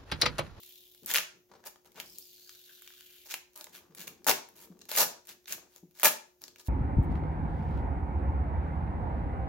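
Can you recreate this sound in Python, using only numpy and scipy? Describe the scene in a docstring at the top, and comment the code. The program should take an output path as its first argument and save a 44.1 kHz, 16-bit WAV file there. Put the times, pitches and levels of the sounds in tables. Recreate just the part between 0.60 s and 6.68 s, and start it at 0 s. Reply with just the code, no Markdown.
"""Sticker torn off a fridge

A sticker is picked and torn off the side of a small fridge on a workshop table.
The glue lets go in tiny slips: a fine fizz when it creeps, crackling rips and single snaps when tugged.
Random clicks stand for the slips; filtered, they sound as the loose flap, the glue line and the metal panel.
Shaped noise gives rubbing hands, sagging sines soft bumps; a faint hum, still air and a short room surround them."""
import sys
import numpy as np
from scipy import signal
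from scipy.fft import rfft, irfft
from scipy.io import wavfile
from scipy.ndimage import uniform_filter1d

SR = 44100
rng = np.random.default_rng(int(sys.argv[2]) if len(sys.argv) > 2 else 0)


def store_pcm(level_fs):
    """Save levels as 16-bit WAV."""
    pcm = np.round(np.clip(level_fs, -1, 1) * 32767).astype(np.int16)
    wavfile.write(sys.argv[1], SR, np.atleast_2d(pcm).T)


N = 268304
TIME = np.arange(N) / SR

# Tugs at the sticker. Levels are relative, ahead of the filters and trims of the radiating parts.
# Each row: start in seconds, swelling in seconds, easing in seconds, swell in dB, flap drive at the crest in dB,
# then the shares of panel, sharp crack and sizzle against the flap in dB.
TUGS = [ (0.463, 0.046, 0.028, 14.5, -39.5, -10.5, -2, 1.5), (0.538, 0.048, 0.02, 2.5, -35, -7, -15, -8.5),
        (1.052, .016, 0.015, 13, -48.5, 1, 0, 4), (1.247, 0.017, 0.015, 5.5, -65, 2.5, -2, 0.5),
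        (1.354, 0.059, .012, 8.5, -50.5, -5, -7, -8), (2.653, 0.0084, 0.024, 15.5, -61, 0.5, 5.5, 5.5),
        (2.684, 0.027, 0.041, 17, -43.5, -11.5, -0.5, -3.5), (2.954, 0.056, 0.026, 1, -61, 1.5, -3, 3),
        (3.122, 0.03, .044, 13, -52, -13, -6.5, -2.5), (3.369, 0.047, 0.031, 5.5, -50.5, -11, -3, -0.5),
        (3.462, 0.013, 0.012, 28, -50, 0.5, 3.5, 2), (3.669, 0.027, 0.02, 7, -28.5, 4.5, 1, 3),
        (3.955, 0.094, 0.012, 3.5, -61.5, -4, -2, 2.5), (4.207, 0.011, 0.004, 7.5, -58, -4.5, 4, -9),
        (4.288, 0.069, .008, 11.5, -40.5, -7, -3.5, 0), (4.37, 0.044, 0.032, 1.5, -32.5, 2.5, 2.5, 5),
        (4.672, .020, 0.045, 11.5, -51.5, -10, -4, -4.5),
        (4.872, 0.061, 0.014, 11.5, -42.5, -17, -4.5, -1.5), (5.090, 0.09, .012, 13, -66, -6, -1.5, -0.5),
        (5.342, 0.081, 0.0051, 22.5, -51, -4.5, 1, 0.5), (5.434, 0.025, .028, 5.5, -25.5, 0.5, -1.5, 3),
        (5.813, .018, .054, 0, -74, 8, 7, 2), (5.979, 0.019, 0.02, 11.5, -61.5, 0, 6.5, 3.5),
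        (6.045, 0.026, 0.013, 17, -61, -5, 4, 7), ]
# Single snaps of the glue. Levels are relative, ahead of later trims.
# Each row: time in seconds, peak in dB, panel share in dB, sizzle share in dB, ring of the flap in Hz.
GLUE_SNAPS = [(0.033, -38, -36, -4.5, 3990), (0.3471, -45.5, -16, -2.5, 3900),
              (0.4599, -34.5, -20, 6, 6970), (0.49, -30.5, -17, -13.5, 3260),
              (0.5017, -20.5, -21.5, -12, 1835), (0.513, -18, -29, -9, 3320),
              (0.5376, -15.5, -22.5, -2, 5780), (0.5445, -14, -28.5, -5, 2170),
              (0.5515, -12, -19, -28, 3420), (0.5579, -8.5, -43, -11.5, 2620),
              (0.5642, -15, -25, -2.5, 3190), (0.5725, -12, -30, -18, 2860),
              (0.5826, -11.5, -17, -20, 2750), (1.039, -41, -3, -21, 1600), (1.064, -45, 6, -9, 6750),
              (1.158, -46.5, 1, -12.5, 1320), (1.3997, -22, -17.5, -9, 2930), (1.5836, -39, -23, 5.5, 6800),
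              (1.8926, -31.5, -37, -14, 4560), (1.9489, -40, -40, -15, 4560), (2.2202, -41.5, -47, 0, 1590),
              (2.275, -31.5, -36.5, -15, 3280), (2.304, -41, -39, -14, 1610), (2.337, -40, -32, -13, 3430),
              (2.4074, -37.5, -29, -8.5, 3020), (2.713, -28, -34.5, -11, 2570),
              (2.7399, -18, -9, -10, 2600), (2.9592, -37, -32, -3, 6500), (2.9745, -41.5, -18, 2, 6170),
              (3.0094, -30.5, -8, -8, 6400), (3.0417, -31, -12, -5.5, 6630), (3.0679, -38.5, 0, -30, 2020),
              (3.3482, -40, -24.5, 0.5, 3660), (3.477, -28.5, -38, -1.5, 2670), (3.666, -23, 10, 3.5, 1285),
              (3.6848, -12.5, -15, -7, 1200), (3.7013, -21.5, -6.5, -12, 5420),
              (3.7129, -9.5, -29, -30.5, 3000), (3.8868, -46, -3, 1.5, 1750), (4.2905, -30.5, -9, -6, 3700),
              (4.3146, -21, 0.5, -4, 3815), (4.352, -22, -12, -9, 2370), (4.362, -18.5, -11.5, -2.5, 6640),
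              (4.3721, -18, -10, -2, 1935), (4.3882, -26, -23, -6.5, 6680), (4.4039, -14, -9.5, -2.5, 6700),
              (4.4154, -13.5, -3, -6.5, 6430), (4.6705, -45, -29, 2, 6600),
              (4.6903, -32.5, -11.5, -5.5, 6550), (4.8566, -37.5, -18.5, -23, 3900),
              (4.8797, -32.5, -20, -7, 2560), (4.9231, -20, -14.5, -4, 6560),
              (5.1607, -41.5, -4.5, -4, 4200), (5.397, -34.5, -10.5, 0, 2040), (5.4312, -15, 5, 2.5, 1356),
              (5.447, -15.5, 0, 3.5, 1190), (5.454, -7.5, -22.5, -7.5, 1855), (5.817, -38, -16, -4, 6400),
              (5.8379, -28, -16, -14, 5770), (5.88, -32, -13, -15, 7000), (5.9588, -40, -11, -12, 2600)]


def from_db(db):
    """Logarithmic level: 20 dB is a tenfold amplitude."""
    return 10 ** (np.asarray(db) / 20)


def at_hz(points, hz):
    """Logarithmic pitch scale: a table is read along straight lines over log frequency."""
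    known_hz, values = np.transpose(points)
    return np.interp(np.log(np.maximum(hz, 1)), np.log(known_hz), values)


def panned(left_db):
    """Interaural level difference: half is added on the left, half taken off the right."""
    return from_db(np.array([[.5], [-.5]]) * left_db)


def unit_energy(x):
    """Parseval's relation: a response of unit energy keeps the power of white noise."""
    return x / np.sqrt(np.sum(x ** 2, axis=-1, keepdims=True))


def convolved(x, response):
    """Linear superposition: every sample sets off its own copy of the response."""
    return signal.oaconvolve(np.atleast_2d(x), np.atleast_2d(response), axes=-1)[:, :N]


def coloured(x, spectrum, size=4096):
    """Minimum phase: folding the cepstrum forward in time gives a causal filter of the given spectrum."""
    spectrum_gain = from_db(at_hz(spectrum, np.fft.rfftfreq(size, 1 / SR)))
    cepstrum = irfft(np.log(spectrum_gain))
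    cepstrum[1:size // 2] *= 2
    cepstrum[size // 2 + 1:] = 0
    return convolved(x, unit_energy(irfft(np.exp(rfft(cepstrum)))))


def resonance(hz, width_hz):
    """Damped resonance: a pole pair forms a band-pass with gain 1 on top."""
    r = np.exp(-np.pi * width_hz / SR)
    return (1 - r * r) / 2 * np.array([1, 0, -1]), [1, -2 * r * np.cos(2 * np.pi * hz / SR), r * r]


def gliding(x, hz, width_hz, size=256):
    """Time-varying resonance: the centre moves block by block, scaled to keep the power of white noise."""
    out, state = np.zeros_like(x), np.zeros((2, 2))
    for i in range(0, N, size):
        block = slice(i, i + size)
        out[:, block], state = signal.lfilter(*resonance(hz[i], width_hz), x[:, block], zi=state)
    return out * np.sqrt(SR / (np.pi * width_hz))


def drift(per_s):
    """Band-limited fluctuation: straight lines join normal random values drawn per_s times a second."""
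    return np.interp(TIME * per_s, np.arange(N), rng.standard_normal(N))


def stereo_noise(alike):
    """Interchannel coherence: a share of the noise power is common to both sides."""
    alike = np.clip(alike, 0, 1)
    return np.sqrt(alike) * rng.standard_normal(N) + np.sqrt(1 - alike) * rng.standard_normal((2, N))


def slips(per_s, spread_db, even_s):
    """Stick-slip as a point process: random uneven clicks, held by the steady pull to a local mean power of 1."""
    happens = rng.random(N) < per_s / SR
    sizes = from_db(spread_db * rng.standard_normal(N))
    clicks = happens * sizes * rng.choice([-1, 1], N)
    power = uniform_filter1d(clicks ** 2, int(even_s * SR))
    return clicks / np.sqrt(np.maximum(power, 1e-9))


def shiver(clicks, ring_s, sharp, alike):
    """Impulse and diffuse decay: each click is a spike plus a brief disorderly shiver of the film."""
    r, sharp = np.exp(-1 / (ring_s * SR)), np.clip(sharp, 0, 1)   # ring_s is the decay time of the power
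    power = signal.lfilter([1 - r], [1, -r], clicks ** 2 + 1e-18)
    return np.sqrt(sharp) * clicks + np.sqrt((1 - sharp) * power) * stereo_noise(alike)


def stroke(start_s, swell_s, ease_s, swell_db, ease_db):
    """Force envelope: a movement sets in, swells to a crest of 1, eases and stops."""
    touch_s = 0.0058   # the ramp at either end
    crest_s, end_s = start_s + swell_s, start_s + swell_s + ease_s
    touching = np.clip(np.minimum(TIME - start_s, end_s - TIME) / touch_s + .5, 0, 1)
    return touching * from_db(np.interp(TIME, [start_s, crest_s, end_s], [-swell_db, 0, -ease_db]))


def background():
    """Stationary sound: coloured noise for still air, and one faint, slightly wavering sine as a hum."""
    # Colour of the air. Each row: frequency in Hz, density in dB per Hz.
    air_colour = [(25, -25), (60, -4.5), (120, -11), (270, -10), (600, -13.5), (1200, -28), (4400, -27.5),
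                  (6500, -20.5), (8400, -36), (12000, -22), (16000, -21)]
    hum_hz, hum_db, air_db = 360.3, -72.5, -72   # levels as rms, ahead of panning
    hum = np.sqrt(2) * np.sin(2 * np.pi * hum_hz * TIME) * from_db(hum_db + .5 * drift(per_s=0.94))
    air = from_db(air_db) * coloured(stereo_noise(alike=0.31), air_colour)
    return hum * panned(1.5) + air * panned(0.83)


def workshop(x, wet_db=-5.5, bass_db=2.5, bass_hz=420, near_db=-10, near_s=0.0081, near_hz=1500,
             build_s=0.0047):
    """Reverberation: quick treble scatter from table and arms, then a diffuse tail that dies sooner in the treble."""
    # Decay of the room. Each row: frequency in Hz, time to fall by 60 dB in seconds.
    room_t60 = [(150, 0.4), (500, 0.37), (1500, 0.33), (4000, 0.33), (7000, 0.33), (11000, 0.22),
                (16000, 0.18)]
    age = TIME[:int(.7 * SR)]
    edges = np.geomspace(60, 18000, 19)
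    white, tail = rng.standard_normal((2, 2, len(age))), 0
    for k, (low, high) in enumerate(zip(edges, edges[1:])):
        hz = np.sqrt(low * high)
        band_pass = signal.butter(2, [low, high], "band", fs=SR, output="sos")
        noise = signal.sosfilt(band_pass, white[k % 2])
        decay = from_db(-60 * age / at_hz(room_t60, hz))
        band = unit_energy(noise * decay * (1 - np.exp(-age / build_s)))
        if hz < bass_hz:   # long waves reach both sides alike
            band = from_db(bass_db) * band[[0, 0]]
        tail = tail + band * np.sqrt(2 * (high - low) / SR)
    near = unit_energy(rng.standard_normal(tail.shape) * np.exp(-age / near_s) * (age > .001))
    near = signal.sosfilt(signal.butter(2, near_hz, "high", fs=SR, output="sos"), near)
    return convolved(x, from_db(wet_db) * tail + from_db(near_db) * near)


def bumps(thud_db=2.0, puff_db=-8.0, rise_s=0.0039):
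    """Contact stiffness: a soft thud sags in pitch as the pressure eases, with a dull puff of noise."""
    # Fingers taking a new grip. Each row: time in seconds, relative level in dB, starting pitch in Hz.
    grips = [(3.296, -54.5, 196), (3.392, -48, 204), (3.473, -52.5, 194), (4.101, -43.5, 212.5),
             (4.412, -42, 206.5), (5.229, -45.5, 203.8)]
    # Colour of the puff. Each row: frequency in Hz, density in dB per Hz.
    puff_colour = [(50, -22.5), (130, -13.5), (180, -6.5), (250, -5.5), (330, 6.5), (480, -11.5),
                   (700, -11.5), (1500, -46)]
    out, age = np.zeros(N), TIME[:SR // 4]
    sag = .27   # fraction of the pitch that is lost
    sag_s, decay_s, puff_s = .02, .019, .016
    puff = coloured(rng.standard_normal(N), puff_colour)[0]
    for s, level_db, hz in grips:
        span = slice(round(s * SR), round(s * SR) + len(age))
        # integral of the sagging pitch
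        phase = 2 * np.pi * hz * ((1 - sag) * age + sag * sag_s * (1 - np.exp(-age / sag_s)))
        thud = from_db(thud_db) * np.sin(phase) * np.exp(-age / decay_s)
        air = from_db(puff_db) * puff[span] * np.exp(-age / puff_s)
        out[span] += from_db(level_db) * (1 - np.exp(-age / rise_s)) * (thud + air)
    return out * panned(2.3)


def hands():
    """Friction noise: sleeves rub on the table and fingertips scuff over the panel in small catches."""
    # Strokes of hands and sleeves. Each row: start in seconds, swelling in seconds, easing in seconds,
    # low rub in dB, skin scuff in dB (relative levels).
    strokes = [ (0.418, 0.02, 0.087, -55, -72), (0.497, 0.022, .060, -60, -48.5),
               (0.721, 0.032, 0.042, -64, -77), (0.893, 0.033, 0.083, -62.5, -52.5),
               (1.030, 0.033, .020, -65, -53.5), (1.244, 0.027, 0.089, -69, -67),
               (1.349, .028, 0.09, -61.5, -50.5), (1.450, 0.12, 0.046, -68, -75),
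               (2.954, 0.26, 0.12, -67.5, -62.5), (3.300, 0.16, 0.25, -61.5, -62.5),
               (3.878, 0.24, 0.24, -63, -66.5), (4.420, 0.037, 0.14, -64.5, -50.5),
               (4.680, 0.013, 0.076, -64.5, -59), (4.876, 0.036, 0.17, -62.5, -53.5),
               (5.808, 0.023, 0.25, -69, -82), ]
    # Colours of rub and scuff. Each row: frequency in Hz, density in dB per Hz.
    rub_colour, scuff_colour = [(25, -37), (70, -1.5), (130, -5), (185, 4.5), (280, 1.5), (450, 3.5),
                                (900, -33.5)], [(200, -14), (450, 4.5), (800, 7.5), (1500, 0.5), (2500, -9.5),
                                             (6000, -8.5), (16000, -40)]
    swell_db, ease_db = 10, 12   # every stroke presses harder, then lifts away
    rubbing, scuffing = np.zeros((2, N))
    for *timing, rub_db, scuff_db in strokes:
        pressure = stroke(*timing, swell_db, ease_db)
        rubbing += from_db(rub_db) * pressure
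        scuffing += from_db(scuff_db) * pressure
    rub = coloured(stereo_noise(alike=0.84) * rubbing, rub_colour)
    catches = shiver(slips(per_s=350, spread_db=6.5, even_s=.05), ring_s=.0025, sharp=.3, alike=.7)
    scuff = coloured(catches * scuffing, scuff_colour)
    return (rub + from_db(-5.0) * scuff) * panned(3.5)


def twang():
    """Free vibration: a low mode of the panel rings on when a hard tug lets go."""
    # The ring: time in seconds, level in dB, frequency in Hz, time to fall by 60 dB in seconds.
    s, peak_db, hz, t60 = (3.712, -39, 398, .34)
    age = np.maximum(TIME - s, 0)
    return np.sin(2 * np.pi * hz * age) * from_db(peak_db - 60 * age / t60) * panned(3.0)


def creep(flutter_db=1.5, overtone=1.4, overtone_db=-11.5, lowest_hz=2100):
    """Resonance and length: fine threads of glue break, and the flap's two resonances sink as it grows longer."""
    # Slow, steady pulls. 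Each row: start in seconds, end in seconds, relative fizz level in dB, fading in dB per s,
    # sizzle share in dB, starting resonance of the flap in Hz, its sag in octaves per s.
    pulls = [(0.0, 0.459, -57, 26.5, 0.5, 3450, 0.02), (1.445, 2.666, -59, 0.5, -2, 5350, 0.77)]
    # Bending of the flap in the longer pull: start, swelling and easing in seconds.
    bend = (1.78, .50, .36)
    # Colours of fizz and edge. Each row: frequency in Hz, density in dB per Hz.
    fizz_colour, edge_colour = [(600, -22), (2000, -17.5), (3000, -1.5), (5000, -7), (6800, -1),
                                (8000, -14.5), (10000, -13.5)], [(6000, -35), (8500, -25), (10000, -6.5), (12500, 0),
                                              (15500, 0), (18000, -36)]
    bend_db = -69.5   # relative, at the crest
    pull, sizzle, flap_hz = np.zeros((3, N))
    for start_s, end_s, fizz_db, fade_db_per_s, share_db, start_hz, sag in pulls:
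        during = (TIME >= start_s) & (TIME < end_s)
        age = TIME[during] - start_s
        pull[during] = from_db(fizz_db - fade_db_per_s * age)
        sizzle[during] = from_db(share_db)
        flap_hz[during] = start_hz * 2 ** (-sag * age)
    clicks = slips(per_s=1200, spread_db=4.5, even_s=0.031) * from_db(flutter_db * drift(per_s=88))
    threads = shiver(clicks, ring_s=0.0016, sharp=0.24, alike=0.11)
    fizz = signal.sosfilt(signal.butter(2, lowest_hz, "high", fs=SR, output="sos"), threads * pull)

    flap_hz = np.interp(TIME, TIME[pull > 0], flap_hz[pull > 0])   # bridges the gaps between pulls
    flap_hz = flap_hz * (1 + .085 * drift(per_s=70))
    width_hz = 700
    flap = gliding(fizz, flap_hz, width_hz)
    flap = flap + from_db(overtone_db) * gliding(fizz, overtone * flap_hz, width_hz)

    flexing = stroke(*bend, swell_db=11, ease_db=11) * from_db(6 * drift(per_s=45))
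    bending = gliding(threads * flexing, np.full(N, 1560), width_hz=200)
    bending = signal.lfilter(*resonance(hz=1560, width_hz=700), bending)

    edge = shiver(clicks * pull * sizzle, ring_s=0.0006, sharp=0.034, alike=.03)
    edge = coloured(edge, edge_colour)
    film = from_db(-4.0) * flap + from_db(-10.0) * coloured(fizz, fizz_colour)
    return (film + from_db(bend_db) * bending + edge) * panned(1.3)


def flap_rings(ring_db=-5.0, give_s=0.000929):
    """Damped oscillation: after each snap the taut flap swings for about two cycles at a pitch of its own."""
    out, age = np.zeros(N), TIME[:SR // 100]
    for s, peak_db, _, _, hz in GLUE_SNAPS:
        swing = np.sin(2 * np.pi * hz * age) * np.exp(-age * hz / 2)
        at = round((s + give_s) * SR)
        out[at:at + len(age)] += from_db(peak_db + ring_db) * swing[:N - at]
    radiating = signal.butter(2, 800, "high", fs=SR, output="sos")   # keeps the swings free of bass and of any steady offset
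    return signal.sosfilt(radiating, out) * panned(1.0)


def ticks(above_db=6.5, spread_db=6.0, panel_db=-7.5, crack_db=2.0, edge_db=3.5, count=3):
    """Precursory fracture: a few threads break just before each tug, louder, up to a limit, for a harder start."""
    start_s, _, _, swell_db, level_db = np.transpose(TUGS)[:5, :, None]
    lead_s, loudest_db = .035, -48   # the limit holds ahead of the random spread
    early = rng.uniform(0, lead_s, (len(TUGS), count))
    typical_db = np.minimum(level_db - swell_db + above_db, loudest_db)
    peak_db = typical_db + spread_db * rng.standard_normal(early.shape)
    at = (np.maximum(start_s - early, 0) * SR).astype(int).ravel()
    drives = np.zeros((4, N))
    drives[:, at] = np.outer(from_db([0, panel_db, crack_db, edge_db]), from_db(peak_db))
    return drives


def snaps(strength_db=3.0, panel_extra_db=5.5, edge_extra_db=10.0, stiff_hz=3500, tilt_db=3.0, give_s=.001):
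    """Sudden release of strain: a larger patch of glue gives at once; the stiffer the flap, the sharper the crack."""
    s, peak_db, panel_db, sizzle_db, hz = np.transpose(GLUE_SNAPS)
    sharp_db = tilt_db * np.log2(hz / stiff_hz)   # tilt in dB per octave of flap pitch
    shares = from_db([-sharp_db, panel_db + panel_extra_db, sharp_db, sizzle_db + edge_extra_db])
    drives = np.zeros((4, N))
    drives[:, np.round((s + give_s) * SR).astype(int)] = from_db(peak_db + strength_db) * shares
    return drives


def rips():
    """Stick-slip: a tug tears the glue in irregular slips, faster when harder; drives flap, panel, crack and edge."""
    ease_db = 10.5   # a tug slackens this much after its crest, then the glue holds again
    # slips at the mean strength; this much more strength doubles their rate
    slips_per_s, haste_db = 900, 29.5
    drives, per_s = np.zeros((4, N)), np.zeros(N)
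    mean_db = np.mean(TUGS, axis=0)[4]
    for start_s, swell_s, ease_s, swell_db, level_db, *shares_db in TUGS:
        force = stroke(start_s, swell_s, ease_s, swell_db, ease_db)
        drives += np.outer(from_db(level_db) * from_db([0, *shares_db]), force)
        per_s[force > 0] = slips_per_s * 2 ** ((level_db - mean_db) / haste_db)
    return drives * slips(per_s, spread_db=3.0, even_s=0.012)


def sticker(flap_clicks, panel_clicks, crack_clicks, edge_clicks, modes_db=9.5):
    """Modal radiation: slips sound from the flap's body, the parting glue line, the crisp edge and the panel."""
    # Modes of the fridge's side. Each row: frequency in Hz, own width in Hz, level in dB.
    panel_modes = [(532, 6, -2.5), (623.2, 25, 6.5), (673, 8.9, -15.5), (869, 3.3, 2.5), (936, 18, -1.5),
                   (1217, 32, 2.5), (1328, 41, 0.5), (1437, 52, -0.5), (1688, 20, 6), (1818, 8.5, -0.5),
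                   (2600, 52, -7.5), (2730, 10, -14.5)]
    # Colours of the radiating parts. Each row: frequency in Hz, density in dB per Hz.
    panel_colour, flap_colour = [(40, -59), (100, -27), (170, -5.5), (270, -13), (420, -6), (620, -0.5),
                                 (900, 3.5), (1250, 0), (1700, -13), (3000, -29.5)], [(500, -45.5), (1100, -5.5), (1500, 3.5), (1900, 1),
                                                (2300, 3), (2800, 2), (3500, 1.5), (5000, -8),
                                                (9000, -29.5)]
    crack_colour, edge_colour = [(1800, -28), (3200, -7.5), (4000, 2), (5200, 2), (6700, 3), (8000, -7),
                                 (10000, -19)], [(4000, -58.5), (7000, -4), (8600, -8.5), (10000, -3),
                                                (12000, 0.5), (15500, -0.5), (18000, -6.5)]
    damping_hz = 12   # the foam behind the panel keeps every mode at least this wide
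    flap = coloured(shiver(flap_clicks, ring_s=0.001, sharp=0.082, alike=0.36), flap_colour)
    crack = coloured(shiver(crack_clicks, ring_s=.0005, sharp=.15, alike=.1), crack_colour)
    edge = coloured(shiver(edge_clicks, ring_s=.0005, sharp=.22, alike=.03), edge_colour)
    push = shiver(panel_clicks, ring_s=0.0032, sharp=0.48, alike=0.58)
    # a small panel radiates little deep bass
    push = signal.sosfilt(signal.butter(2, 130, "high", fs=SR, output="sos"), push)
    ringing = 0
    for hz, width_hz, db in panel_modes:
        mode = resonance(hz, max(width_hz, damping_hz))
        ringing = ringing + from_db(db) * signal.lfilter(*mode, push)
    panel = from_db(-3.5) * coloured(push, panel_colour) + from_db(modes_db) * ringing
    film = from_db(-1.5) * flap + from_db(1.5) * crack + from_db(3.5) * edge
    return film * panned(1.0) + panel * panned(3.2)


def scene():
    """Superposition: the work at the fridge, a little to the left, is heard directly and through the room."""
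    tearing = sticker(*(rips() + snaps() + ticks()))
    left, right = tearing + flap_rings() + creep() + hands()
    work = np.array([left, np.append(0, right[:-1])])   # the right side hears it a sample later
    thuds = bumps() + twang()   # soft and low: they stir the room less
    return work + thuds + workshop(work + .5 * thuds) + background()


def record(dry):
    """Band limiting: an elliptic low-pass cuts the top steeply above 16 kHz."""
    return signal.sosfilt(signal.ellip(10, .1, 80, 16000, fs=SR, output="sos"), dry)


dry = scene()
out = record(dry)
store_pcm(out)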